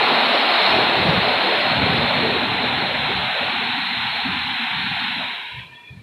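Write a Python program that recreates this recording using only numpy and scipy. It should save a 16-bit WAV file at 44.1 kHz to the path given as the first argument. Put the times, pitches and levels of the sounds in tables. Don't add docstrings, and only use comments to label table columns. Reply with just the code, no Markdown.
import sys
import numpy as np
from scipy import signal
from scipy.fft import rfft, irfft, next_fast_len
from scipy.io import wavfile

SR = 44100
rng = np.random.default_rng(int(sys.argv[2]) if len(sys.argv) > 2 else 0)


def pcm_store(signal):
    levels = np.round(np.clip(np.atleast_2d(signal), -1, 1) * 32767)
    wavfile.write(sys.argv[1], SR, levels.astype(np.int16).T)


N = 265746


def from_db(db):
    return 10 ** (np.asarray(db) / 20)


def rms_one(x):
    return x / np.sqrt(np.mean(x ** 2) + 1e-20)


def in_time(rows):
    time_s, *columns = np.transpose(rows)
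    return [np.interp(np.arange(N) / SR, time_s, column) for column in columns]


def at_hz(points, hz):
    point_hz, point_db = np.transpose(points)
    return np.interp(np.log(hz + 1), np.log(point_hz), point_db)


def drift(rate):
    step = 40
    memory = np.exp(-2 * np.pi * step * rate / SR)
    noise = rng.standard_normal(N // step + 2002)
    slow = signal.lfilter([1], [1, -2 * memory, memory ** 2], noise)[2000:]
    return np.interp(np.arange(N) / step, np.arange(len(slow)), rms_one(slow))


def coloured(spectrum, closed=True):
    size = next_fast_len(N)
    hz = np.fft.rfftfreq(size, 1 / SR)
    if closed:
        spectrum = [(10, -90)] + spectrum + [(4 * spectrum[-1][0], -110)]
    white = rfft(rng.standard_normal(size))
    return rms_one(irfft(white * from_db(at_hz(spectrum, hz)), size)[:N])


def low_parts(x, edges_hz, order):
    return [signal.sosfiltfilt(signal.butter(order, hz, fs=SR, output="sos"), x) for hz in edges_hz]


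def resonance(x, hz, width_hz):
    r = np.exp(-np.pi * width_hz / SR)
    feedback = [1, -2 * r * np.cos(2 * np.pi * hz / SR), r * r]
    return signal.lfilter([(1 - r * r) / 2, 0, (r * r - 1) / 2], feedback, x)


def narrow(modes, flicker_db, rate):
    total = 0
    for hz, width_hz, level_db in modes:
        once = resonance(rng.standard_normal(N), hz, width_hz)
        tone = rms_one(resonance(once, hz, width_hz))
        total = total + from_db(level_db + flicker_db * drift(rate)) * tone
    return total


# time_s, level_db
WATER_FLOW = [(0, -18.5), (.1, -18.5), (.48, -19), (.62, -17.5), (1.0, -19.5), (1.4, -20), (2.25, -21),
              (2.5, -22), (3.4, -22.5), (4.2, -23), (5.1, -23.5), (5.3, -25.5), (5.4, -28), (5.5, -29.5),
              (5.6, -30), (5.64, -33), (5.7, -35), (5.76, -37.5), (6.03, -38.5)]


def water_flow():
    return in_time(WATER_FLOW)[0]


# pitch_hz, relative level_db (per Hz)
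SPRAY_SPECTRUM = [(900, -18), (1200, -5.5), (1460, -2.5), (2400, -0.5), (3100, -4), (4080, -0.5),
                  (4280, -0.5), (4480, -14.5), (4580, -20), (5400, -37)]
BAND_LOSSES = (.3, 0.16, .2, 0.025, -0.079, 0.13, .1, .3)
# pitch_hz, width_hz, level_db (rms, before level change and flicker)
HIGH_BANDS = [(4625, 100, -51), (4850, 60, -62), (5067, 120, -56), (5521, 80, -58)]
# time_s, change_db
HIGH_BAND_CHANGE = [(0, 4), (.4, 5), (.75, 4), (1.25, -1), (1.45, -1.5), (1.7, 1), (2.0, -3), (2.45, -7),
                    (2.65, -6), (2.85, -11), (3.4, -24), (6.03, -20)]
SPUTTER_BELOW_DB, SPUTTER_SHARE = -27, 0.22


def spray(level_db):
    jets = coloured(SPRAY_SPECTRUM)
    lows = low_parts(jets, (1290, 1680, 2020, 2300, 3080, 3470, 4000), order=4)
    bands = np.diff([0 * jets] + lows + [jets], axis=0)
    missing_db = np.maximum(SPUTTER_BELOW_DB - level_db, 0)
    sputter_db = SPUTTER_SHARE * missing_db
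    surging = 0
    for band, loss in zip(bands, BAND_LOSSES):
        band_db = 0.13 * drift(7.5) + sputter_db * drift(12.0) - loss * missing_db
        surging = surging + band * from_db(band_db)
    surging = surging * from_db(0.061 * drift(3.0))
    high_bands = narrow(HIGH_BANDS, flicker_db=3.5, rate=7.3)
    return from_db(level_db) * surging + from_db(in_time(HIGH_BAND_CHANGE)[0]) * high_bands


SCRUB_DB, SCRUB_FOLLOWS, BRUSH_SAG_DB_PER_S = -6.5, 0.66, 1.5
BRUSH_LIFT_S, BRUSH_LIFT_DB = 5.38, -3


def brush_level(flow_db):
    t = np.arange(N) / SR
    lift_db = BRUSH_LIFT_DB * np.clip(10 * (t - BRUSH_LIFT_S), 0, 1)
    return SCRUB_DB + SCRUB_FOLLOWS * flow_db - BRUSH_SAG_DB_PER_S * t + lift_db


# pitch_hz, relative level_db (per Hz)
SCRUB_SPECTRUM = [(250, -61), (330, -6.5), (480, -6), (620, -4), (740, -2), (950, -5), (1100, -8),
                  (1400, -11.5)]
# time_s, change_db below about 493 Hz, change_db at about 493-663 Hz
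LOW_SCRUB = [(0, -3, 1), (.1, -3.5, -8.5), (.25, -4, 2), (.6, -1.5, -2.5), (1.1, 2, 2), (1.33, -3, 0.5),
             (1.5, 6, 2), (1.75, -6, 0), (1.95, 4.5, 1), (2.13, -12, 5.5), (2.25, 8.5, -0.5),
             (2.42, -1.5, 2.5), (2.5, -4, -7.5), (2.58, 1.5, 0), (2.68, -7, 1.5), (2.8, 5, -6),
             (2.88, 1, 1), (2.96, -4, 2), (3.08, 4.5, 1), (3.14, 0.5, -5), (3.2, -0.5, 0), (3.27, -3, -0.5),
             (3.38, 2.5, 2), (3.5, 0.5, -2.5), (3.56, 0, -9), (3.64, 3, -1), (3.75, -11, -12),
             (4.0, -3, -4), (4.3, 1, -6), (4.45, -11, -11), (5.12, -12, -8), (5.2, -13, 6), (5.27, -2, 0),
             (5.5, 2, -2), (6.03, 1, 1)]
LUMP_DB, LUMPS_PER_S = 2.6, 18


def scrub(level_db):
    rush = coloured(SCRUB_SPECTRUM)
    lows = low_parts(rush, (363, 493, 543, 663), order=8)
    bands = np.diff([0 * rush] + lows, axis=0)
    low_db, high_db = in_time(LOW_SCRUB)
    lumpy = 0
    for band, band_db in zip(bands, (low_db, low_db, high_db, high_db)):
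        lumpy = lumpy + band * from_db(band_db + LUMP_DB * drift(LUMPS_PER_S))
    upper = rush - lows[-1]
    return from_db(level_db + 0.54 * drift(11.0)) * (upper + lumpy)


# pitch_hz, relative level_db (per Hz)
RUMBLE_SPECTRUM = [(30, -35), (48, -28), (72, -9.5), (120, -8.5), (190, -9), (240, 1.5), (300, -2),
                   (340, -4), (450, -3)]
# pitch_hz, width_hz, level_db (against the rumble noise)
PANEL_RESONANCES = [(128.2, 16, -17.5), (160.2, 61, -12), (193.7, 10, -11.5), (237.8, 25, -9.5)]
# full_from_s, hold_s, level_db, brightness_db (added to the upper half, taken from the deep)
RUMBLE_SWELLS = [(0, 0.039, -34.5, 2), (0.117, 0.4, -46.5, 14.5), (0.664, .03, -36.5, 2.5),
                 (0.74, 0.11, -29, -1), (0.983, 0.17, -24, -5), (1.27, 0.34, -35, 0.5),
                 (1.688, 0.13, -30.5, -3.5), (1.82, 0.22, -24.5, -3.5), (2.16, 0.5, -28, -1.5),
                 (2.754, 0.5, -31.5, -4.5), (3.42, 0.27, -34.5, -1.5), (3.747, 0.17, -39.5, 2.5),
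                 (3.945, 0.21, -36.5, -3.5), (4.272, 0.058, -31, -2), (4.423, 0.061, -39.5, -3),
                 (4.536, 0.099, -41.5, 3.5), (4.737, 0.13, -34.5, -2), (4.91, 0.068, -42.5, -7),
                 (5.025, 0.21, -36.5, -0.5), (5.3, 0.11, -48, -2.5), (5.472, 0.12, -42.5, -10),
                 (5.74, 0.12, -49, -8), (5.917, .11, -42, -6.5)]
SWELL_RISE_S, SWELL_FALL_S, LULL_DB = 0.062, 0.078, -47.5


def rumble():
    t = np.arange(N) / SR
    deep_gain = upper_gain = from_db(LULL_DB)
    for full_s, hold_s, level_db, bright_db in RUMBLE_SWELLS:
        rise = np.clip((t - full_s) / SWELL_RISE_S + 1, 0, 1)
        fall = np.exp(-np.maximum(t - full_s - hold_s, 0) / SWELL_FALL_S)
        deep_gain = deep_gain + from_db(level_db - bright_db) * rise * fall
        upper_gain = upper_gain + from_db(level_db + bright_db) * rise * fall
    noise = coloured(RUMBLE_SPECTRUM) + narrow(PANEL_RESONANCES, flicker_db=2.0, rate=5.3)
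    deep = signal.sosfilt(signal.butter(5, 165, fs=SR, output="sos"), noise)
    upper = signal.sosfilt(signal.butter(5, 165, "high", fs=SR, output="sos"), noise)
    deep = deep * deep_gain * from_db(1.0 * drift(7.5))
    upper = upper * upper_gain * from_db(0.6 * drift(23.0))
    return deep + upper


def rings(events):
    out = np.zeros(N)
    t = np.arange(round(.15 * SR)) / SR
    for start_s, strength_db, pitch_hz, decay_s in events:
        at = round(start_s * SR)
        soft_start = 1 - np.exp(-t / 0.0052)
        ring = np.sin(2 * np.pi * pitch_hz * t) * soft_start * np.exp(-t / decay_s)
        out[at:at + len(t)] += (from_db(strength_db) * ring)[:N - at]
    return out


# start_s, strength_db (before the ring's rise and decay), pitch_hz, decay_s
BODY_THUDS = [(1.085, -3, 169, 0.0076), (1.177, -3.5, 197, 0.0065), (1.89, -11, 185, 0.013),
              (4.245, -19, 260, 0.021), (4.284, -20, 191.6, 0.018), (5.9, -25, 129, 0.014),
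              (5.972, -24.5, 111, 0.013)]


def thuds():
    return rings(BODY_THUDS)


# start_s, strength_db (before the rise and decay), pitch_hz
SHORT_TONES = [(3.71, -35, 500), (3.93, -35, 550), (4.0, -38, 550), (4.09, -36, 422), (4.145, -31, 520),
               (4.176, -35, 418), (4.52, -35, 420), (4.63, -31, 466), (4.94, -35, 400), (4.98, -35, 557),
               (5.185, -35, 535)]
SHORT_TONE_DECAY_S = 0.016


def short_tones():
    return rings([(*row, SHORT_TONE_DECAY_S) for row in SHORT_TONES])


# start_s, length_s, pitch_hz, waver_hz (rms), level_db (rms, before flutter)
THIN_TONES = [(5.3, .56, 980, 25, -50), (5.875, .04, 1000, 25, -50), (5.92, .08, 975, 25, -51),
              (5.44, .17, 1790, 30, -48), (5.69, .12, 1800, 30, -44.5), (5.815, .04, 1840, 25, -47),
              (5.865, .065, 1830, 35, -48), (5.925, .07, 1760, 35, -46), (5.66, .19, 2370, 40, -48),
              (5.86, .07, 2400, 55, -47), (5.935, .09, 2400, 50, -51), (5.655, .07, 1570, 25, -48),
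              (5.73, .17, 2640, 50, -53), (5.73, .05, 3370, 30, -48), (5.8, .11, 3420, 30, -48.5),
              (5.915, .045, 3430, 40, -50), (5.69, .07, 3740, 40, -52)]
FLUTTER_DB, FLUTTERS_PER_S, WAVERS_PER_S = 2.0, 35, 35
TONE_EDGE_S, HALO_WIDTH_HZ, HALO_DB = .015, 200, -5


def thin_tones():
    out, t = 0, np.arange(N) / SR
    for start_s, length_s, pitch_hz, waver_hz, level_db in THIN_TONES:
        inside_s = np.minimum(t - start_s, start_s + length_s - t)
        spell = np.clip(inside_s / TONE_EDGE_S + .5, 0, 1)
        pitch = pitch_hz + waver_hz * drift(WAVERS_PER_S)
        sine = np.sqrt(2) * np.sin(2 * np.pi * np.cumsum(pitch) / SR)
        line = from_db(FLUTTER_DB * drift(FLUTTERS_PER_S)) * sine
        halo = narrow([(pitch_hz, HALO_WIDTH_HZ, HALO_DB)], flicker_db=-5.5, rate=FLUTTERS_PER_S)
        out = out + spell * from_db(level_db) * (line + halo)
    return out


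# pitch_hz, relative level_db (per Hz)
MIST_SPECTRUM = [(30, -2), (120, 17), (300, 13), (4000, 4), (4600, 9.5), (5200, 9.5), (5800, 2.5),
                 (6800, -2.5), (8000, 0.5), (10200, 4), (11800, -3), (15500, -3)]
MIST_DB, MIST_FOLLOWS = -26, 1.134


def mist():
    level_db = MIST_DB + MIST_FOLLOWS * water_flow() + 0.34 * drift(10.0)
    return from_db(level_db) * coloured(MIST_SPECTRUM, closed=False)


# pitch_hz, relative level_db (per Hz)
HISS_SPECTRUM = [(30, -14), (100, 4), (300, 12), (600, 4), (1500, -9), (4000, 9), (6000, 1), (11000, -1),
                 (15500, -11)]
HISS_DB = -65.5


def hiss():
    return from_db(HISS_DB) * coloured(HISS_SPECTRUM, closed=False)


def scene():
    flow_db = water_flow()
    wash = spray(flow_db) + scrub(brush_level(flow_db))
    return (wash + rumble() + thuds() + short_tones() + thin_tones())[None]


# pitch_hz, level_db (per Hz)
DUCK_THRESHOLD = [(60, -69), (200, -62.5), (280, -59.5), (350, -55.5), (650, -57.5), (700, -59), (800, -63),
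                  (1000, -71), (1200, -60.5), (1500, -67.5), (1780, -66), (2050, -65.5), (2300, -68.5),
                  (2800, -71.5), (3150, -72.5), (3400, -70), (3550, -66), (3750, -68), (4000, -66),
                  (4250, -58), (4480, -67), (4580, -75), (5000, -82), (5600, -80)]
DUCK_DB, HOLD_S, SPREAD_HZ = -18, 0.045, 55


def suppress(x):
    frames = dict(nperseg=1024, noverlap=768, scaling="psd")
    hz, _, spectra = signal.stft(x, SR, **frames)
    power = 2 * np.abs(spectra) ** 2
    keep = np.exp(-256 / SR / HOLD_S)
    power = signal.lfilter([1 - keep], [1, -keep], power, axis=-1, zi=power[..., :1] * keep)[0]
    share = np.clip(SPREAD_HZ / hz[1] / 4, 0, .5)
    neighbours = np.roll(power, 1, axis=-2) + np.roll(power, -1, axis=-2)
    power = (1 - share) * power + share / 2 * neighbours
    threshold_power = from_db(2 * at_hz(DUCK_THRESHOLD, hz))[:, None]
    gain = np.maximum(1 - threshold_power / (power + 1e-20), from_db(DUCK_DB))
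    return signal.istft(spectra * gain, SR, **frames)[1][..., :N]


CUTOFF_HZ = 15530


def record(dry):
    rounded = 0.98 * np.tanh(dry / 0.92)
    mixed = suppress(rounded) + mist() + hiss()
    return signal.sosfilt(signal.ellip(14, .3, 70, CUTOFF_HZ, fs=SR, output="sos"), mixed)


dry = scene()
out = record(dry)
pcm_store(out)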